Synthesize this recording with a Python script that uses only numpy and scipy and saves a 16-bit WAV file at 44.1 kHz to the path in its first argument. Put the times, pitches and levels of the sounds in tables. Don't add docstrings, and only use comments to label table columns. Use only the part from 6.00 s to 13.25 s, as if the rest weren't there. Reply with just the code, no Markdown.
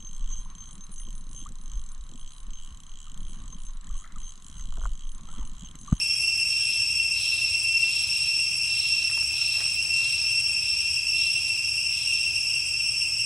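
import sys
import numpy as np
from scipy.fft import rfft, irfft, next_fast_len
from scipy.io import wavfile
from scipy.ndimage import map_coordinates

SR = 44100
rng = np.random.default_rng(int(sys.argv[2]) if len(sys.argv) > 2 else 0)


def store_pcm(level_fs):
    pcm = np.round(np.clip(level_fs, -1, 1) * 32767).astype(np.int16)
    wavfile.write(sys.argv[1], SR, np.atleast_2d(pcm).T)


N = 319725
TIME_S = np.arange(N) / SR


def amp(db):
    return 10 ** (np.asarray(db) / 20)


def unit(x):
    return x / np.sqrt(np.mean(x ** 2) + 1e-20)


def noise(*shape):
    return rng.standard_normal(shape)


def along(points, hz):
    point_hz, value = np.transpose(points)
    return np.interp(np.log(hz + 1), np.log(point_hz + 1), value)


def curves(rows):
    knot_s, *columns = np.transpose(rows)
    return [np.interp(TIME_S, knot_s, column) for column in columns]


def wobble(knots_per_s):
    coarse = np.arange(0, N + 32, 32)
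    knots = noise(int(N * knots_per_s / SR) + 4)
    values = map_coordinates(knots, [coarse * knots_per_s / SR])
    return np.interp(np.arange(N), coarse, values)


def rhythm(swings_per_s, drift_cycles):
    return np.sin(2 * np.pi * (swings_per_s * TIME_S + drift_cycles * wobble(1)))


def filtered(x, response):
    size = next_fast_len(N + SR // 4, real=True)
    hz = np.fft.rfftfreq(size, 1 / SR)
    return irfft(rfft(x, size) * response(hz), size)[..., :N]


def shaped(x, spectrum):
    return filtered(x, lambda hz: amp(along(spectrum, hz)))


def coloured(x, spectrum):
    return unit(shaped(x, spectrum))


def scattered(phase, direct, fades_per_s):
    sine, cosine = np.sin(phase), np.cos(phase)
    pair = np.array([wobble(fades_per_s) * sine + wobble(fades_per_s) * cosine for _ in range(2)])
    pair[0] += direct * sine
    return pair / np.sqrt(1 + direct ** 2 / 2)


def trunks(x, echo_db=-16, count=8):
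    delays = rng.integers(SR // 200, SR // 20, count)
    echoes = sum(np.pad(x, ((0, 0), (delay, 0)))[:, :N] for delay in delays)
    return x + amp(echo_db) * echoes


# freq_hz, likeness_0_to_1
LIKENESS = [(25, .5), (70, 0.92), (300, 0.12), (1500, 0.32), (2700, 0.77), (4200, 0.75), (5400, 0.94),
            (8200, 0.9), (10000, 0.7), (12000, 0.7), (15000, 0.1)]


def stereo(pair):
    def mid_side_gain(hz):
        likeness = np.clip(along(LIKENESS, hz), 0, 1)
        return np.array([np.ones_like(hz), np.sqrt((1 - likeness) / (1 + likeness))])

    mid, side = filtered(pair, mid_side_gain)
    return np.array([mid + side, mid - side])


# freq_hz, relative_db
RUMBLE_SPECTRUM = [(22, -16), (31, -19), (40, -21), (54, -3), (76, -1), (120, -1.5), (160, -8),
                   (195, -16.5), (310, -16), (430, -23.5), (720, -20.5), (1100, -22), (2000, -22),
                   (4400, -36)]


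def rumble(hum_hz=72, hum_db=-56, air_db=-50):
    air = amp(air_db) * coloured(noise(2, N), RUMBLE_SPECTRUM)
    hum_phase = 2 * np.pi * np.cumsum(hum_hz + 2 * wobble(4)) / SR
    air[0] += amp(hum_db + 1.1 * wobble(3.8)) * np.sin(hum_phase)
    left_minus_right_db = [(40, -4.0), (100, -7.5), (170, -4.5), (300, -2.0), (1500, -0.5)]

    def lean(hz):
        half_db = along(left_minus_right_db, hz) / 2
        return amp(np.array([half_db, -half_db]))

    return filtered(stereo(air), lean)


# start_s, length_s, start_hz, end_hz, relative_db
BIRD_NOTES = [(.53, 0.18, 1640, 1660, -69), (0.73, .16, 1720, 1690, -68), (1.789, 0.118, 1713, 1536, -67),
              (3.352, 0.1, 1390, 1397, -63)]


def bird(trim_db=6.0):
    level, pitch_hz = np.zeros(N), np.zeros(N)
    for start_s, length_s, start_hz, end_hz, db in BIRD_NOTES:
        n = round(length_s * SR)
        start = round(start_s * SR)
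        level[start:][:n] = amp(db + trim_db) * np.hanning(n)
        pitch_hz[start:][:n] = np.linspace(start_hz, end_hz, n)
    return level * scattered(2 * np.pi * np.cumsum(pitch_hz) / SR, direct=0.9, fades_per_s=68)


# click_rate_multiple, relative_db
CHORUS_TONES = [(5, 0), (10, 1), (15, -8), (20, -26), (25, -40)]


def singers(crowd):
    def bands(hz):
        power = sum(amp(db + along(crowd, hz / k)) ** 2 / k for k, db in CHORUS_TONES)
        return np.sqrt(power)

    return unit(filtered(noise(2, N), bands))


# time_s, slow_singers_db, fast_singers_db
CHORUS_LEVELS = [(0, -32.5, -34.5), (1.5, -32, -36), (3, -32.5, -34.5), (4.5, -32, -34.5), (5.7, -32, -32),
                 (7.25, -32.5, -32)]
# click_rate_hz, relative_db
SLOW_CROWD = [(420, -50), (455, -24), (476, -17), (488, -9.5), (505, -7), (526, 0), (538, -1), (552, -12),
              (580, -60)]
FAST_CROWD = [(520, -68), (545, 8.5), (560, -4), (580, -14), (610, -13.5), (660, -80)]
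# freq_hz, relative_db
HISS_SPECTRUM = [(1900, -49), (2400, -9), (3050, 5), (4000, -8), (4700, -37), (5900, 8.5), (6900, 0),
                 (7600, -14), (8500, 1), (9000, -13), (10600, 4.5), (11400, -6), (11800, -41), (15500, -36)]


def chorus(throbs_per_s=6.7, throb_db=2, stutter_db=4.0, hiss_db=-45.5):
    slow_db, fast_db = curves(CHORUS_LEVELS)
    throb = throb_db * rhythm(throbs_per_s, drift_cycles=0.35)
    stutter = stutter_db * np.tanh(wobble(40))
    slow = amp(slow_db) * singers(SLOW_CROWD)
    fast = amp(fast_db + throb + stutter) * singers(FAST_CROWD)
    hiss = amp(hiss_db) * coloured(noise(2, N), HISS_SPECTRUM)
    return slow + fast + hiss


# start_s, length_s, low_resonance_relative_db, high_resonance_relative_db
RASP_BURSTS = [(0.47, 0.26, -50, -57), (1.13, 0.19, -48, -40), (1.778, .22, -48, -44.5),
               (2.12, 0.14, -52, -48.5), (2.647, 0.26, -48.5, -42), (3.3, 0.26, -50.5, -42),
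               (3.924, 0.18, -51, -43), (4.59, 0.092, -48.5, -54), (5.117, 0.14, -47, -49),
               (5.895, 0.18, -48.5, -60)]
# freq_hz, relative_db
RASP_LOW_SPECTRUM = [(2000, -19), (2800, -3), (3200, 12.5), (3600, 8.5), (4200, 5.5), (5500, -35),
                     (6300, -23), (7200, -6), (9000, -10), (10500, -9), (12000, -43)]
RASP_HIGH_SPECTRUM = [(2800, -32), (3500, 2), (3900, 7), (4250, 7), (4650, -4.5), (6000, -9), (8000, -8),
                      (12000, -35)]


def rasping_insect(flutter_db=1.6, swell_db=0.5, rise_s=0.049, t60_s=1.56, low_trim_db=5.5, high_trim_db=-0.5):
    power = np.zeros((2, N))
    for start_s, length_s, low_db, high_db in RASP_BURSTS:
        attack = 1 - np.exp(-np.maximum(TIME_S - start_s, 0) / rise_s)
        decay = amp(-60 * np.maximum(TIME_S - start_s - length_s, 0) / t60_s)
        power += (amp([[low_db], [high_db]]) * attack * decay) ** 2
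    unevenness = amp(swell_db * np.array([wobble(21.96), wobble(21.93)]))
    low_level, high_level = np.sqrt(power) * unevenness
    scrape = noise(2, 2, N) * amp(flutter_db * wobble(120))
    low = low_level * coloured(trunks(scrape[0]), RASP_LOW_SPECTRUM)
    high = high_level * coloured(trunks(scrape[1]), RASP_HIGH_SPECTRUM)
    return amp(low_trim_db) * low + amp(high_trim_db) * high


def breaks(per_s):
    return noise(2, N) * (rng.random((2, N)) < per_s / SR)


# time_s, relative_db
SHUFFLE_LEVELS = [(0, -78), (1, -70), (1.4, -57), (1.7, -75), (2, -60), (2.5, -61), (3.52, -59),
                  (3.61, -48), (3.75, -59), (3.9, -55), (4.02, -53), (4.3, -56.5), (5, -65), (5.7, -75),
                  (7.25, -67)]
# start_s, length_s, peak_db
BRUSHES = [(1.8, .26, -44), (3.54, 0.13, -52), (3.898, 0.18, -45), (4.62, 0.13, -54), (5.69, .1, -48)]
# start_s, relative_db
SNAPS = [(0.4354, -60), (1.3783, -53), (1.898, -49), (2.0113, -39), (3.3314, -53), (3.9703, -52),
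         (5.215, -39), (5.5553, -52), (5.7334, -49)]
# freq_hz, relative_db
STALK_SPECTRUM = [(200, -17), (400, -3.5), (700, -2.5), (1400, 0), (2200, -1), (5000, -8), (10000, -8),
                  (15000, -26)]
# freq_hz, relative_db
LEAF_SPECTRUM = [(800, -23), (2500, -4), (4500, -20), (8000, 8), (11000, -10), (15000, -21)]


def leaves(shuffle_breaks_per_s=500, brush_breaks_per_s=2500, snap_t60_s=0.028, snap_trim_db=10):
    snaps, stroke = np.zeros((2, N)), np.zeros(N)
    t = np.arange(SR // 10) / SR
    for start_s, db in SNAPS:
        burst = amp(db + snap_trim_db - 60 * t / snap_t60_s) * noise(2, len(t))
        snaps[:, round(start_s * SR):][:, :len(t)] += burst
    for start_s, length_s, db in BRUSHES:
        n = round(length_s * SR)
        stroke[round(start_s * SR):][:n] += amp(db) * np.hanning(n)
    shuffle_level = amp(curves(SHUFFLE_LEVELS)[0] - 1)
    shuffle = shuffle_level * coloured(breaks(shuffle_breaks_per_s), STALK_SPECTRUM)
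    brush = stroke * coloured(breaks(brush_breaks_per_s), LEAF_SPECTRUM)
    return shuffle + brush + shaped(snaps, LEAF_SPECTRUM)


# start_s, relative_db, ring_hz, ring_share_db
KNOCKS = [(3.095, -40, 1860, 12), (3.111, -37, 1350, 1), (3.173, -34.5, 900, 11), (3.224, -41, 1300, 3),
          (3.337, -49, 890, 15), (3.423, -47, 1380, 15), (3.579, -35, 664, 3), (3.603, -28, 1740, -5),
          (3.616, -34, 634, -4), (3.656, -39, 1300, 3)]


def knocks(t60_s=0.049, ring_t60_s=0.027, rise_s=0.001, scuff_trim_db=4.0, ring_trim_db=-7.5):
    scuffs, rings = np.zeros((2, N)), np.zeros((2, N))
    t = np.arange(SR // 5) / SR
    contact = 1 - np.exp(-t / rise_s)
    for start_s, db, ring_hz, ring_share_db in KNOCKS:
        start = round(start_s * SR)
        at = slice(start, start + len(t))
        scuff_level = amp(db + scuff_trim_db - 60 * t / t60_s)
        ring_level = amp(db + ring_share_db + ring_trim_db - 60 * t / ring_t60_s)
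        scuffs[:, at] += contact * scuff_level * noise(2, len(t))
        rings[0, at] += contact * ring_level * np.sin(2 * np.pi * ring_hz * t)
    return rings + shaped(scuffs, STALK_SPECTRUM)


# time_s, low_tone_relative_db, octave_relative_db
SONG_LEVELS = [(0, -30.5, -28.5), (0.45, -31.5, -26.5), (0.9, -28.5, -29.5), (2.0, -28.5, -28.5),
               (2.35, -32.5, -29.5), (2.85, -28.5, -27.5), (3.35, -33.5, -29), (4.1, -26.5, -30),
               (4.7, -32, -28), (5.5, -29, -29.5), (5.9, -31.5, -31.5), (7.25, -36, -30.5)]
# click_rate_multiple, relative_db
PARTIALS = [(4, -56.5), (6, -48.5), (7, -59.5), (8, -56), (9, -71), (11, -45), (12, -51), (13, -57.5),
            (15, -38.5), (16, -49.5), (17, -60), (20, -45.5), (21, -65.5), (25, -62)]


def near_cicada(jitter_hz=0.848, low_trim_db=-1.34, octave_trim_db=0.02, wander_db=1.5):
    click_hz, sag_hz_per_s = 543.1, 0.22
    surge_hz, surge_db = 1.128, 0.65
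    partials_db, dulling_db_per_s = -1, 0.48
    surge = rhythm(2.5, drift_cycles=0.2474)
    click_rate_hz = click_hz - sag_hz_per_s * TIME_S + surge_hz * surge + jitter_hz * wobble(130)
    phase = 2 * np.pi * np.cumsum(click_rate_hz) / SR
    low_db, octave_db = curves(SONG_LEVELS)
    low_level = amp(low_trim_db + low_db + wander_db * wobble(5.93))
    low = low_level * scattered(5 * phase, direct=0.74, fades_per_s=36)
    octave = amp(octave_trim_db + octave_db) * scattered(10 * phase, direct=0.75, fades_per_s=125)
    partials = sum(amp(db) * scattered(k * phase, direct=0.7, fades_per_s=65) for k, db in PARTIALS)
    partials_level = amp(partials_db - dulling_db_per_s * TIME_S + surge_db * surge)
    return low + octave + partials_level * partials


def scene():
    life = stereo(bird() + chorus() + rasping_insect() + leaves() + knocks() + near_cicada())
    return rumble() + life * amp([[0.25], [-0.25]])


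def record(dry, top_hz=15600):
    return filtered(dry, lambda hz: hz < top_hz)


dry = scene()
out = record(dry)
store_pcm(out)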